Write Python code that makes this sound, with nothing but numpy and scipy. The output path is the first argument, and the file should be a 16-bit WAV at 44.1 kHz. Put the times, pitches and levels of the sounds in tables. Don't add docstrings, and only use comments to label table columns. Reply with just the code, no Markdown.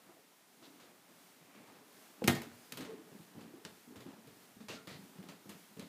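import sys
import numpy as np
from scipy import signal
from scipy.fft import rfft, irfft
from scipy.io import wavfile
from scipy.ndimage import uniform_filter1d

SR = 44100
rng = np.random.default_rng(int(sys.argv[2]) if len(sys.argv) > 2 else 0)


def linear_from_db(decibels):
    return 10 ** (np.asarray(decibels, float) / 20)


def int16_out(signal):
    q = np.round(np.clip(np.atleast_2d(signal).T, -1, 1) * 32767)
    wavfile.write(sys.argv[1], SR, q.astype(np.int16))


N = 259308

# (frequency [Hz], level [dB], t60 [s])
TREAD = [(104, -32, 0.18), (136, -31, 0.078), (183, -0.5, 0.16), (222, -5, 0.32), (258, -5, 0.31),
         (287.5, 2, 0.17), (371.3, 1.5, 0.084), (429.7, -7, 0.35), (482, -1.5, 0.041), (655, -19.5, 0.3),
         (840, -13, 0.22), (924, -22, 0.093)]


def rms_one(x):
    return x / np.sqrt(np.mean(x ** 2) + 1e-20)


def at_hz(points, hz):
    points = np.array(points)
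    return np.interp(np.log(hz + 1), np.log(points[:, 0]), points[:, 1])


def ring(force, hz, t60):
    radius = linear_from_db(-60 / (max(t60, 0.0005) * SR))
    turn = 2 * np.pi * hz / SR
    return signal.lfilter([0, np.sin(turn)], [1, -2 * radius * np.cos(turn), radius * radius], force + 1e-18)


def coloured(x, spectrum):
    gain = linear_from_db(at_hz(spectrum, np.fft.rfftfreq(N, 1 / SR)))
    return rms_one(irfft(rfft(x) * gain, N))


def grains(per_s, spread_db):
    sizes = linear_from_db(spread_db * np.minimum(rng.exponential(1, N), 4)) * rng.choice([-1, 1], N)
    return sizes * (rng.random(N) < per_s / SR)


def add(out, s, sound):
    at = round(s * SR)
    out[at:at + len(sound)] += sound[:N - at]


def swells(column, rise_db_per_s, fall_db_per_s, rest_db):
    # (time [s], deep shudder [dB], tread mutter [dB], sole and cloth rustle [dB])
    landings = [(.05, -90, -69, -66.5), (.66, -92, -59.5, -67.5), (.84, -92, -70, -62.5),
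                (1.1, -92, -63.5, -66), (1.44, -69, -64, -66.5), (1.6, -81, -59, -61.5),
                (1.76, -92, -63.5, -62.5), (1.96, -74, -63.5, -66.5), (2.29, -33, -49, -56),
                (2.52, -54.5, -71, -65.5), (2.76, -50.5, -58.5, -77), (2.91, -75, -53, -57.5),
                (3.15, -87, -69, -66), (3.41, -56, -52.5, -60.5), (3.55, -82, -62, -66.5),
                (3.68, -55, -68, -84), (3.98, -48, -56.5, -66), (4.11, -74, -57, -61),
                (4.29, -55, -63, -67), (4.44, -85, -64.5, -73), (4.57, -55, -69, -72),
                (4.77, -74, -64, -81), (4.99, -63, -59, -65.5), (5.2, -59, -55.5, -62.5),
                (5.31, -67, -67, -62), (5.5, -78, -75, -71), (5.8, -72, -68, -78)]
    t, power = np.arange(0, N + 64, 64) / SR, linear_from_db(2 * rest_db)
    for row in landings:
        late = t - row[0]
        level_db = row[column] + np.minimum(rise_db_per_s * late, -fall_db_per_s * late)
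        power = power + linear_from_db(2 * level_db)
    return np.interp(np.arange(N) / SR, t, 10 * np.log10(power))


def hiss():
    # (frequency [Hz], density [dB per Hz])
    hiss_spectrum = [(15, -52), (25, -26), (43, -37), (59, -24), (215, -4), (322, -2), (523, -7.5),
                     (666, -3.5), (1140, -8.5), (1240, -6.5), (5880, -11.5), (13900, -13), (15500, -9.5)]
    # (time [s], swell [dB])
    swings = [(.02, 0.5), (.72, 2), (1.25, 3.5), (1.6, 0.5), (2.03, 5.5), (2.35, 3), (2.65, 5), (3.2, 3.5),
              (3.78, 3.5), (4.42, 4), (5.05, 4), (5.3, 0.5), (5.58, 5), (5.85, 2.5)]
    t, swing_s, rest_db = np.arange(N) / SR, 0.15, -65
    swell_db = sum(db * np.exp(-((t - s) / swing_s) ** 2) for s, db in swings)
    return linear_from_db(rest_db + swell_db) * coloured(rng.standard_normal(N), hiss_spectrum)


def shudder():
    level_db = swells(1, rise_db_per_s=448, fall_db_per_s=127, rest_db=-97)
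    deep = ring(ring(rng.standard_normal(N), 95.0, 0.071), 125.0, 0.35)
    return linear_from_db(level_db - 14) * rms_one(deep)


def rustle():
    # (frequency [Hz], density [dB per Hz])
    rustle_spectrum = [(240, -10.5), (400, -2.5), (727, -3), (1150, -5), (1250, -5), (1360, -8.5),
                       (1710, -9), (3430, -15.5), (12000, -28), (15600, -29), (22000, -120)]
    level_db = swells(3, rise_db_per_s=82, fall_db_per_s=52, rest_db=-73)
    return linear_from_db(level_db - 2.0) * coloured(grains(2500.0, spread_db=2.0), rustle_spectrum)


def mutter():
    level_db = swells(2, rise_db_per_s=120, fall_db_per_s=48, rest_db=-75)
    modes = sum(linear_from_db(db) * ring(grains(150.0, spread_db=5.0), hz, 0.5 * t60) for hz, db, t60 in TREAD)
    modes = signal.sosfilt(signal.butter(4, 125, "high", fs=SR, output="sos"), modes)
    return linear_from_db(level_db - 3.5) * rms_one(modes)


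def stairwell(x):
    # (frequency [Hz], t60 [s])
    well_t60 = [(80, 0.52), (300, 0.39), (1500, 0.28), (5000, 0.09), (14000, 0.17)]
    t, noise, echo = np.arange(SR // 2) / SR, rng.standard_normal(SR // 2), 0
    for hz in 62.5 * 2 ** np.arange(8):
        band = signal.sosfilt(signal.butter(2, [hz, hz * 2], "band", fs=SR, output="sos"), noise)
        echo = echo + band * linear_from_db(-60 * t / at_hz(well_t60, hz * np.sqrt(2)))
    answer = rfft(echo * np.minimum(t / 0.013, 1))
    answer = answer / np.sqrt(uniform_filter1d(np.abs(answer) ** 2, size=25))
    return signal.fftconvolve(x, irfft(answer))[:N]


def squeaks():
    # (start [s], end [s], frequency [Hz], width [Hz], level [dB])
    rubs = [(.05, .15, 900, 1200, -64.5), (.16, .2, 660, 120, -65), (1.43, 1.74, 2300, 270, -71),
            (1.675, 1.71, 950, 500, -63), (2.88, 2.955, 440, 30, -51), (4.06, 4.17, 900, 1200, -64),
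            (4.69, 4.745, 560, 150, -60), (4.88, 4.98, 1950, 210, -62), (.63, .675, 4200, 1400, -61.5),
            (1.54, 1.6, 2280, 200, -67), (2.59, 2.725, 4970, 100, -74.5), (4.684, 4.74, 2750, 150, -56),
            (4.71, 4.84, 1380, 80, -65), (4.684, 4.78, 4400, 1500, -55), (4.872, 4.98, 4000, 1800, -59)]
    out = np.zeros(N)
    for start, end, hz, width_hz, level_db in rubs:
        tone = rms_one(ring(rng.standard_normal(SR // 2), hz, 2.2 / width_hz))
        progress = np.clip(np.arange(SR // 2) / SR / (end - start), 0, 1)
        add(out, start, linear_from_db(level_db) * tone * np.sin(np.pi * progress) ** 0.5)
    return out


def cracks(table, tail_t60, dulling_db=6.5):
    # (frequency [Hz], level [dB])
    pile_modes = [(480, 6.5), (640, 3.5), (850, -22), (1100, -3), (1400, 2), (1800, 2.5), (2250, 1.5),
                  (2800, 4.5), (3500, 5.5), (4300, 4.5), (5300, -12), (6500, 1)]
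    out, t = np.zeros(N), np.arange(SR // 2) / SR
    noise = rng.standard_normal((len(table), 3, len(t)))
    luck = rng.standard_normal((len(table), len(pile_modes), 2))
    edge = signal.butter(2, 5500, "high", fs=SR, output="sos")
    for (s, peak_db, hz, tilt_db, tail_db), (low, high, slips), chance in zip(table, noise, luck):
        body = signal.butter(2, [hz / 2.5, hz * 2.47], "band", fs=SR, output="sos")
        high = linear_from_db(tilt_db) * rms_one(signal.sosfilt(edge, high))
        crack = (rms_one(signal.sosfilt(body, low)) + high) * linear_from_db(-60 * t / 0.018)
        clumps = uniform_filter1d(uniform_filter1d(slips, size=200), size=200)
        clumps = rms_one(clumps)
        pile = 0
        for k, ((mode_hz, mode_db), (detune, gain)) in enumerate(zip(pile_modes, chance)):
            mode_hz = mode_hz * (1 + 0.029 * detune)
            fading_db = -dulling_db * np.log2(mode_hz / 500) * t / tail_t60
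            patch_db = 1.0 * gain + 1.4 * np.roll(clumps, 1500 * k)
            tone = rms_one(ring(low[::-1], mode_hz, 8.4 / mode_hz))
            pile = pile + linear_from_db(mode_db + patch_db + fading_db) * tone
        pile = pile / np.sqrt(np.mean(pile[:2000] ** 2))
        scuff = pile + high * linear_from_db(-40 * t / tail_t60 - 2.0)
        scuff = linear_from_db(tail_db - 60 * (t / tail_t60) ** 1.22) * scuff
        onset = np.minimum(t / 0.00064, 1)
        add(out, s, linear_from_db(peak_db - 4) * (crack + scuff) * onset)
    return out


def joints_and_soles():
    # (time [s], peak [dB], centre [Hz], treble tilt [dB], scuff tail [dB])
    joints = [(1.549, -52, 816, -15, -9), (2.241, -31.5, 1490, -5, -14), (2.323, -46, 1790, -9, -25),
              (2.35, -36.5, 703, -4.5, -5.5), (2.418, -36.5, 1080, -5, -12), (2.515, -47, 750, -18, -16),
              (2.722, -31, 2200, -4, -17.5), (2.772, -39, 2000, -2.5, -5.5), (2.807, -39, 1200, -12, -6.5),
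              (2.849, -41.5, 1170, -20, -9.5), (3.65, -33, 2560, -19, -17.5), (4.065, -53, 754, -19, -9),
              (4.271, -47.5, 802, -5, -12.5), (4.605, -50.5, 1160, -34, -6.5), (5.184, -51, 1190, -23, -17),
              (5.228, -51, 1500, -25, -11), (5.795, -39.5, 3600, -19, -9), (5.824, -47.5, 886, -6, -19)]
    slaps = [
        (0.626, -50.5, 700, -18, -8),
        (2.219, -55, 600, -36, -19),
        (3.408, -56, 1980, -9, -0.5),
        (3.958, -53.5, 726, -9, 0.5),
        (4.005, -52.5, 974, -6, -1.5),
        (5.287, -47, 1980, -9, -2.5),
        (5.493, -46.5, 1420, -3, -2.5),
        (5.771, -58, 1340, -8, -2),
    ]
    drags = [
        (0.8, -60, 1200, -14, 3.5),
        (1.67, -62, 900, -18, 1.5),
        (4.684, -45.5, 2650, -15, 4),
        (4.872, -43.5, 1950, -8, -3.5),
    ]
    return cracks(joints, 0.28) + cracks(slaps, 0.27) + cracks(drags, 0.42, dulling_db=6.0)


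def loose_board():
    # (time [s], peak [dB], centre [Hz], treble tilt [dB], scuff tail [dB])
    knock = [
        (2.2756, -17, 2870, -3, -21),
        (2.28, -16, 1650, -4.5, -12),
    ]
    # (frequency [Hz], peak [dB], t60 [s])
    board_modes = [(100, -36, .2), (141, -28, .16), (190, -31, .14), (240, -25, .24), (295, -33, .12),
                   (340, -28, .17), (378, -33, .12), (500, -42, .08), (630, -33, .1), (712, -32, .12),
                   (775, -33, .12), (1000, -34, .1), (1265, -35, .1), (1620, -35, .1), (1850, -29, .09),
                   (2060, -30, .09)]
    strike = np.zeros(N)
    add(strike, knock[1][0], -np.ones(1))
    board = sum(linear_from_db(db) * ring(strike, hz, t60) for hz, db, t60 in board_modes)
    return cracks(knock, 0.21, dulling_db=5.0) + linear_from_db(1) * board


def thuds(table, t60, contact):
    out, chance = np.zeros(N), rng.standard_normal((len(table), 2, len(TREAD)))
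    noise = rng.standard_normal((len(table), 2000))
    t, long_t = np.arange(2000) / SR, np.arange(SR // 2) / SR
    for (s, peak_db, hz, others_db), luck, rough in zip(table, chance, noise):
        push = np.zeros(SR // 2)
        push[:2000] = t * np.exp(-t / max(contact, 0.001))
        own = ring(push * np.sin(2 * np.pi * hz * long_t), hz, t60)
        push[:2000] *= rough
        others = 0
        for (mode_hz, mode_db, mode_t60), gain, detune in zip(TREAD, *luck):
            others = others + linear_from_db(mode_db + 1.6 * gain) * ring(push, mode_hz * (1 + 0.079 * detune), mode_t60)
        sound = own / np.abs(own).max() + linear_from_db(others_db) * others / np.abs(others).max()
        add(out, s - 1.178 * contact, linear_from_db(peak_db - 7.5) * sound)
    return out


def footfalls():
    # (time [s], peak [dB], tread pitch [Hz], neighbouring timber [dB])
    flight = [(0.089, -53.5, 341, -1), (0.19, -63, 540, -8), (0.624, -50.5, 258, 4.5),
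              (0.896, -57.5, 360, 5), (1.205, -57.5, 287, -16), (1.413, -55, 166, -3),
              (1.57, -48.5, 225, -17), (2.097, -59, 190, 1), (2.726, -45.5, 244, -6), (2.772, -49, 294, 9),
              (2.79, -36.5, 258, 2), (2.825, -43, 285, 7), (2.889, -50, 407, -8), (2.939, -44, 398, 0),
              (2.989, -46, 323, -10), (3.119, -52.5, 416, 9), (3.149, -43.5, 204, -1), (3.198, -49, 330, 9),
              (3.355, -45.5, 296, 6), (3.372, -45, 236, 8), (3.389, -49.5, 200, 6.5), (3.652, -46, 209, 7)]
    winders = [(3.878, -45.5, 244, 1), (3.908, -44, 274, 1), (3.959, -51, 213, 10), (4.079, -46, 299, 7),
               (4.606, -39.5, 223, -7), (4.64, -44.5, 217, -12), (4.737, -41.5, 238, 6),
               (4.874, -43, 181, 2.5), (4.909, -41.5, 156, 6), (4.95, -44.5, 175, 8.5),
               (4.989, -42, 204, -21), (5.029, -46, 193, -2), (5.187, -35, 186, -4.5), (5.24, -53, 215, 6),
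               (5.461, -51.5, 191, 10.5), (5.492, -40, 203, 0), (5.711, -50, 209, -2),
               (5.77, -49.5, 181, 12.5), (5.792, -39.5, 201, 2.5), (5.822, -45, 187, 6.5)]
    stumble = [
        (2.2205, -25.5, 476, 2),
        (4.568, -40.5, 230, -7),
    ]
    taps = [
        (2.243, -21, 217, -2.5),
        (3.538, -39, 348, -2),
        (4.062, -42.5, 349, 7.5),
        (4.273, -45.5, 147, 2),
        (4.69, -42, 280, 1),
        (5.289, -39.5, 177, -2),
        (5.551, -42.5, 182, -7),
    ]
    steps = thuds(flight, t60=0.082, contact=0.00463) + thuds(winders, t60=0.064, contact=0.00437)
    toes = thuds(stumble, t60=0.021, contact=0.00176) + thuds(taps, t60=0.045, contact=0.00296)
    return steps + toes


def scene():
    hits = squeaks() + joints_and_soles() + loose_board() + footfalls()
    near = hiss() + rustle() + mutter() + hits + linear_from_db(-9.5) * stairwell(hits)
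    near = signal.sosfilt(signal.butter(4, 100, "high", fs=SR, output="sos"), near)
    return (near + shudder())[None]


def band_limit(x):
    return signal.sosfilt(signal.butter(12, 15850, fs=SR, output="sos"), x)


def record(dry):
    mix = signal.sosfilt(signal.cheby2(12, 60, 16050, fs=SR, output="sos"), dry)
    return band_limit(mix)


dry = scene()
out = record(dry)
int16_out(out)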